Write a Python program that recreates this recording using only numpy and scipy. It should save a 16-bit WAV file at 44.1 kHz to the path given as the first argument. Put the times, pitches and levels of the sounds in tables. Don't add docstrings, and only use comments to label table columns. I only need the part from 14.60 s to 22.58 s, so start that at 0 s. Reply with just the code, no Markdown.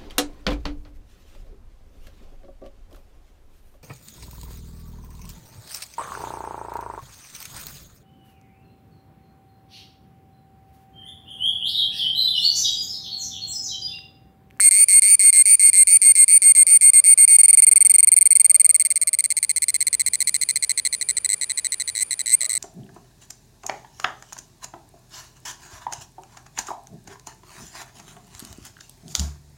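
import sys
import numpy as np
from scipy import signal
from scipy.fft import rfft, irfft, next_fast_len
from scipy.io import wavfile
from scipy.ndimage import uniform_filter1d, minimum_filter1d, map_coordinates

SR = 44100
rng = np.random.default_rng(int(sys.argv[2]) if len(sys.argv) > 2 else 0)


def how_loud(loudness_db):
    steps = np.asarray(loudness_db, float) / 20
    return 10 ** steps


def generate_wav(sig):
    pcm = np.round(np.clip(np.atleast_2d(sig).T, -1, 1) * 32767).astype(np.int16)
    wavfile.write(sys.argv[1], SR, pcm)


N = 351918


def unit(x):
    return x / np.sqrt(np.mean(x ** 2) + 1e-20)


def curves(rows, t):
    s, *columns = np.transpose(rows)
    return [np.interp(t, s, column) for column in columns]


def wobble(rate):
    knots = rng.standard_normal(int(N * rate / SR) + 4)
    return map_coordinates(knots, [np.arange(N) * rate / SR])


def filtered(x, response):
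    size = next_fast_len(len(x) + 8192)
    spectrum = rfft(x, size) * response(np.fft.rfftfreq(size, 1 / SR))
    return irfft(spectrum, size)[:len(x)]


def hiss(spectrum):
    f, db = np.transpose(spectrum)
    colour = lambda hz: how_loud(np.interp(np.log(hz + 1), np.log(f), db, -120, -120))
    return unit(filtered(rng.standard_normal(N), colour))


def narrow(peaks):
    shape = lambda f: sum(how_loud(db) / (1 + (2 * (f - c) / w) ** 2) for c, w, db in peaks)
    return unit(filtered(rng.standard_normal(N), shape))


def cicada():
    s, db = buckles()
    luck = rng.standard_normal((len(s), 17))
    near = np.exp(-.5 * ((s[:, None] - s) / .15) ** 2)
    slow_db = near @ db / near.sum(1)
    jump_db = db - slow_db
    effort = np.clip((db + 9) / 7, 0, 1)[:, None]
    pause_ms = np.clip(np.abs(np.diff(s, prepend=0)) * 1000 - 3.6, 0, 20)[:, None]
    colours = overtone_balance(s, jump_db, pause_ms[:, 0])
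    steps = np.arange(-130, 400)
    ms = steps * 1000 / SR
    rows = np.clip(np.round(s * SR).astype(int)[:, None] + steps, 0, N - 1)
    slip = np.cumsum((.025 + .11 * pause_ms) * luck[:, [1]], axis=0)
    turns = np.cumsum(rib_rate(np.arange(N) / SR)) / SR
    cycles = turns[rows] + slip
    pulse_db = slow_db + (1.1 - .8 * effort[:, 0]) * luck[:, 2]
    rasp = None
    pulse = np.zeros(rows.shape)
    for k, colour in enumerate(colours):
        scatter_db = 0 if k == 3 else .5
        base_db = pulse_db + colour + scatter_db * luck[:, 3 + k]
        pulse += overtone(k, ms, cycles, base_db, jump_db, effort, 1 + .05 * luck[:, [10 + k]])
    pulse += rib_scrape(rows, ms, slow_db + 0.55 * colours[2], effort, pause_ms)
    return np.bincount(rows.ravel(), pulse.ravel(), N)


# (level/dB, share of the effort followed, rise/ms, soft fall/ms,
# loud fall/ms, soft onset bend/Hz, loud onset bend/Hz, glide/Hz per ms, roughness)
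OVERTONE_STACK = [
    (-0.5, -0.093, 0.59, 2.1, 2.03, 178, 343, 3, 0.044),
    (-3, -0.45, 1, 1.9, 2.6, 273, 185, -16, 0.079),
    (-6.5, 0.41, 1, 2.1, 0.45, 14, 18, 101, 0.13),
    (0.06, 0.97, 0.42, 1.2, 1.4, -150, -96, 35, 0.0074),
    (-0.6, 1, 0.29, 0.36, 1.9, -30, -30, 40, 0.21),
    (2.5, 1.2, 0.98, 0.32, 0.83, -200, -100, 74, 0.49),
    (-5, 1.3, 1, 2.6, 0.66, -200, -100, 74, .35),
]
AFTER_RING_DB = [-12, -11, -26, -32, -30, -34, -34]


def overtone(k, ms, cycles, base_db, jump_db, effort, uneven):
    gain_db, share, rise, soft, loud, soft_hz, loud_hz, glide_hz, rough = OVERTONE_STACK[k]
    level = how_loud(base_db + gain_db + share * jump_db)
    fall = (soft + (loud - soft) * effort) * uneven
    width_ms = np.where(ms < 0, rise * (1.3 - 0.32 * effort), fall)
    shape = np.exp(-.5 * np.abs(ms / width_ms) ** (2.6 - 0.76 * effort))
    after = np.exp(-np.abs(ms) / np.where(ms < 0, .3, 3)) * np.cos(ms / ms[-1] * np.pi / 2)
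    shape += how_loud(AFTER_RING_DB[k]) * after
    bend_hz = (soft_hz + (loud_hz - soft_hz) * effort) * np.exp(-np.maximum(ms + 0.65, 0) / 0.46)
    off_hz = bend_hz + glide_hz * np.minimum(ms, 3.5)
    off_cycles = (np.cumsum(off_hz, axis=1) - off_hz[:, ms < 0].sum(1, keepdims=True)) / SR
    phase = 2 * np.pi * ((k + 1) * cycles + off_cycles)
    ribs = np.exp(-.5 * ((ms - ms[::12, None]) / .25) ** 2) * .8
    drift = rough * (1.4 - 0.84 * effort) * (rng.standard_normal((2, len(level), len(ribs))) @ ribs)
    return level[:, None] * shape * (1 + drift[0]) * np.sin(phase + drift[1])


# (f/Hz, level/dB)
SCRAPE_COLOUR = [(1300, -60), (1700, -11), (3300, -11), (5500, -0.5), (7600, 6), (10500, 7), (12000, -14.5),
                 (16200, -8)]


def rib_scrape(rows, ms, base_db, effort, pause_ms):
    rasp = hiss(SCRAPE_COLOUR)
    rasp_top = filtered(rasp, lambda hz: hz > 9600)
    hush = how_loud(-16 * effort * np.clip(1.6 - pause_ms, 0, 1))
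    level = how_loud(base_db - 6.5 - 7.35 * effort[:, 0])[:, None]
    puff = np.exp(-.5 * (ms / np.where(ms < 0, .9, 1.6)) ** 2)
    return level * puff * (rasp[rows] + (hush - 1) * rasp_top[rows])


# (t/s, loss of the ring against the first overtone/dB,
# treble thrown back by the bark/dB)
BEAM_SWING = [(0, 4, 1), (1.4, 2, 0.5), (2.1, 0, -0.5), (2.7, 0, 0), (3.6, -1, 1.5), (4.05, 0.5, 2),
              (4.3, 2.5, 2), (4.7, 5.5, 2), (5.2, 7, 1.5), (5.7, 8.5, 2), (6.2, 10.5, 0.5), (6.7, 8.5, -3),
              (7.2, 11, 0), (7.6, 8.5, 0.5), (7.98, 7, 0.5)]
BESIDE_RING_DB = [-26, -29, -29, -27.5]
GAIN_PER_LOSS = [1.02, 1.674, 1.55, 0.065]
BARK_SHARE = [0, 0, 1, 1]


def overtone_balance(s, jump_db, pause_ms):
    off_db, bark_db = curves(BEAM_SWING, s)
    balance = np.c_[BESIDE_RING_DB] + np.c_[GAIN_PER_LOSS] * off_db + np.c_[BARK_SHARE] * bark_db
    first, second, third, upper = balance
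    first = first + .3 * np.maximum(jump_db - 2, 0)
    second = second + 1.7 * np.minimum(pause_ms - 1, 2)
    return [first, second, third, 0, (third + upper) / 2, upper, upper]


# (t/s, length/ms, pulses, lazy pulses, soft part under the roll/dB)
LONG_PHRASES = [(0.0037, 85, 22, 7, 4.5), (0.1113, 129.7, 30, 16, 3.5), (0.2853, 108.8, 27, 8, 4),
                (0.4214, 130.7, 31, 16, 3.5), (0.5946, 108, 27, 8, 4.2), (0.7288, 92.6, 24, 6, 4.5),
                (0.8564, 96.5, 24, 8, 4), (0.996, 101.9, 26, 6, 4.5), (1.132, 100.2, 25, 6, 5),
                (1.272, 98.3, 24, 8, 4), (1.4175, 101.5, 26, 6, 4), (1.5539, 88, 23, 4, 5.5),
                (1.681, 96.2, 24, 6, 4.2), (1.8202, 99.7, 26, 4, 5.5), (1.9512, 79, 21, 2, 6),
                (2.0678, 104.7, 26, 6, 4.8), (2.2114, 90.1, 24, 2, 5.5), (2.3347, 65.5, 18, 2, 4.5),
                (2.441, 97.3, 25, 4, 4.5), (2.5766, 73.8, 20, 2, 3.5), (2.6786, 86.1, 22, 6, 3)]
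# (t/s, length/ms, pulses, lazy pulses, surge over the chirps/dB)
LATE_RESTARTS = [
    (6.6921, 50.6, 8, 4, 1.5),
    (7.3529, 77.7, 13, 6, 7),
    (7.661, 88.8, 16, 7, 13),
]
# (t/s, pulses)
SHORT_CHIRPS = [(2.7865, 8), (2.8337, 7), (2.8828, 7), (2.9305, 5), (2.9739, 7), (3.0224, 6), (3.0677, 6),
                (3.114, 5), (3.1594, 5), (3.2068, 5), (3.2503, 5), (3.297, 5), (3.3406, 5), (3.3839, 5),
                (3.4299, 4), (3.4734, 4), (3.5183, 5), (3.5652, 5), (3.6112, 4), (3.6565, 4), (3.7067, 5),
                (3.7541, 4), (3.7986, 4), (3.8459, 4), (3.8971, 4), (3.9449, 4), (3.9981, 4), (4.0461, 4),
                (4.093, 4), (4.145, 4),
                (4.198, 5), (4.2513, 4), (4.3045, 4), (4.3587, 4), (4.4157, 4), (4.4732, 4), (4.5316, 4),
                  (4.5886, 4), (4.6413, 4), (4.7046, 4), (4.7688, 4), (4.8293, 4), (4.8949, 4), (4.9628, 4),
                  (5.0217, 4), (5.0841, 4), (5.1434, 4), (5.2069, 4), (5.2697, 3), (5.3301, 4), (5.3974, 4),
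                  (5.4639, 4), (5.5354, 4), (5.6054, 4), (5.6737, 4), (5.7437, 4), (5.8149, 4), (5.8894, 4),
                  (5.9592, 3),
                (6.0261, 4), (6.0956, 4), (6.1768, 4), (6.2518, 4), (6.328, 4), (6.4131, 3), (6.4887, 4),
                (6.5697, 3), (6.6473, 3), (6.8135, 5), (6.8974, 4), (6.9757, 4), (7.0472, 4), (7.122, 4),
                (7.1999, 4), (7.2778, 4), (7.5095, 5), (7.5933, 4), (7.8084, 4), (7.8461, 3), (7.8955, 4),
                (7.932, 2), (7.9527, 2), (7.9691, 2)]
# (t/s, peak level/dB)
SONG_STRENGTH = [(0, -2.26), (4.08, -1), (4.145, -3.5), (4.25, -7), (4.36, -7.5), (4.63, -7.5), (4.72, -10),
                 (5.3, -8), (5.55, -9.5), (6.1, -10.5), (6.4, -13), (6.52, -9.5), (6.7, -10.5), (6.85, -15),
                 (7.05, -13), (7.33, -17), (7.62, -14.5), (7.85, -13)]
WEAK_TURNS = [1.0707, 1.078, 1.085, 1.094]


def buckles():
    long_s, long_db = phrases(LONG_PHRASES, 0)
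    late_s, late_db = phrases(LATE_RESTARTS, 1)
    short_s = chirps(SHORT_CHIRPS)
    s = np.r_[long_s, short_s, late_s]
    db = np.r_[long_db, 0 * short_s, late_db]
    db[np.abs(s - np.c_[WEAK_TURNS]).argmin(1)] += -5
    return s, db + curves(SONG_STRENGTH, s)[0]


def phrases(rows, lifted):
    roll_ms, swing, unsteady, climb_pulses = 3.75, .075, .05, 7
    times, levels = [], []
    for s, ms, count, lazy, climb_db in rows:
        k = np.arange(int(count))
        lazy_ms = (ms - roll_ms * (count - 1 - lazy)) / lazy
        pairing = swing * (2 * (k[:-1] % 2) - 1)
        scatter = unsteady * rng.standard_normal(len(k) - 1)
        gaps = np.where(k < lazy, lazy_ms, roll_ms)[:-1] * (1 + pairing + scatter)
        times.append(s + ms / 1000 * np.r_[0, np.cumsum(gaps)] / gaps.sum())
        climb = np.sin(np.clip((k - lazy) / climb_pulses, 0, 1) * np.pi / 2) ** 2
        levels.append(climb_db * (climb - 1 + lifted))
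    return np.concatenate(times), np.concatenate(levels)


# (t/s, gap between chirp pulses/ms, share of the drag)
CHIRP_PACE = [(2.79, 3.9, 0), (2.9, 4.4, 0), (3.15, 4.7, 0), (3.45, 5.1, 1), (4.0, 5.6, 1), (4.6, 5.95, 1),
              (5.2, 6.5, 1), (6.2, 6.9, 1), (6.9, 6.9, 1), (7.6, 7.1, 1), (7.81, 8, 1)]


def chirps(rows):
    times = []
    for s, count in rows:
        gap_ms, drag = curves(CHIRP_PACE, s)
        gaps = gap_ms * (1 + .11 * drag * (np.arange(int(count) - 1) - 1))
        times.append(s + np.r_[0, np.cumsum(gaps)] / 1000)
    return np.concatenate(times)


# (t/s, f/Hz)
REST_RATE = [(0, 2130), (2.0, 2145), (2.7, 2160), (2.85, 2191), (3.85, 2181), (5.6, 2066), (5.97, 2085),
             (6.5, 2039), (7.6, 2012), (7.98, 2040)]
# (t from its top/s, added f/Hz)
PUMP_SHAPE = [(-.11, -0.5), (-.03, 108.5), (0, 122), (.02, 90), (.06, 60), (.075, 11), (.135, 60), (.21, 0)]
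# (t/s, depth)
BELLY_PUMPS = [
    (-.07, 0.64),
    (.235, 0.96),
    (.537, 1.07),
    (.934, 1.05),
    (1.357, 0.99),
    (1.758, 0.85),
    (2.147, 0.73),
    (2.514, 0.54),
    (2.75, 0.38),
]


def rib_rate(t):
    pumps = sum(depth * curves(PUMP_SHAPE, t - s)[0] for s, depth in BELLY_PUMPS)
    surges = 0
    for s, ms, _, _, db in LATE_RESTARTS:
        pull = np.interp(t - s - ms / 1000, [-.035, 0, .03], [0, 1, 0])
        surges = surges + 7.5 * db * pull
    return curves(REST_RATE, t)[0] + pumps + surges


def trees(x):
    t = np.arange(SR // 4) / SR
    tail = rng.standard_normal(len(t)) * how_loud(-60 * t / .1) * (t > .003)
    return signal.fftconvolve(x, tail / np.linalg.norm(tail))[:N]


# (t/s, level/dB)
CHORUS_LEVEL = [(0, -39.5), (1.5, -39), (3, -49), (4.3, -50), (5, -45.5), (6, -43), (7, -43), (7.98, -44.5)]
# (f/Hz, width/Hz, level/dB)
NEIGHBOUR_PEAKS = [(2385, 120, -11), (4650, 400, -18), (7000, 1200, -27), (9350, 520, 0), (14000, 700, -30)]


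def chorus(t):
    swell_db = 1.5 * wobble(5) + 2 * wobble(200)
    return how_loud(curves(CHORUS_LEVEL, t)[0] + swell_db) * narrow(NEIGHBOUR_PEAKS)


# (t/s, length/s, f/Hz, width/Hz, level/dB, octave level/dB)
COCK_CALLS = [
    (-.2, .55, 580, 90, -64, -12),
    (1.9, .8, 590, 110, -62, -6),
    (3.33, .14, 1075, 25, -67, -30),
    (3.83, 1.05, 605, 80, -61, -7),
    (4.7, .27, 860, 50, -70, -20),
    (6.25, .7, 415, 25, -66.5, -12),
    (7.8, .6, 620, 70, -55, -3),
]


def cock(t):
    out = np.zeros(N)
    for s, length, hz, width, db, octave_db in COCK_CALLS:
        arch = np.clip(np.minimum((t - s) / 0.017, 3 * (s + length - t) / length), 0, 1)
        strength = how_loud(db + 2 * wobble(9)) * arch
        out += strength * narrow([(hz, width, 0), (2 * hz, 1.3 * width, octave_db)])
    return out


# (t/s, rumble level/dB, air level/dB)
GARDEN_LEVELS = [(0, -60.5, -63), (2, -64, -63.5), (3.3, -65, -61.5), (4.3, -66.5, -64.5), (4.8, -62, -65),
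                 (5.2, -58, -60.5), (6, -58.5, -59), (7, -58.5, -57), (7.98, -59, -57.5)]
# (f/Hz, level/dB per Hz)
RUMBLE_COLOUR = [(20, -35), (33, -12), (46, -6), (65, 3), (180, -3), (300, -12), (500, -10), (900, -34)]
# (f/Hz, level/dB per Hz)
AIR_COLOUR = [(250, -10), (450, -5.5), (1200, -9), (1900, -9.5), (3300, -11.5), (16000, -43)]


def garden(t):
    rumble_db, air_db = curves(GARDEN_LEVELS, t)
    rumble = how_loud(rumble_db + 0.76 * wobble(3.02)) * hiss(RUMBLE_COLOUR)
    return rumble + how_loud(air_db) * hiss(AIR_COLOUR)


def scene():
    t = np.arange(N) / SR
    song = cicada()
    echo = how_loud(-47) * trees(song)
    ground = garden(t)
    return (song + echo + chorus(t) + cock(t) + ground)[None]


def roll_off(x):
    return signal.sosfilt(signal.butter(12, 17140, fs=SR, output="sos"), x)


def record(dry):
    need = np.minimum(1, .97 / (np.abs(dry[0]) + 1e-9))
    held = dry[0] * uniform_filter1d(minimum_filter1d(need, size=81), size=41)
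    hum = filtered(held ** 2, lambda hz: 1 / (1 + (150 / (hz + 1)) ** 4) / (1 + (hz / 330) ** 4))
    mix = filtered(held + how_loud(-40.0) * hum, lambda hz: 1 / (1 + (hz / 15730) ** 120))
    return roll_off(mix[None])


dry = scene()
out = record(dry)
generate_wav(out)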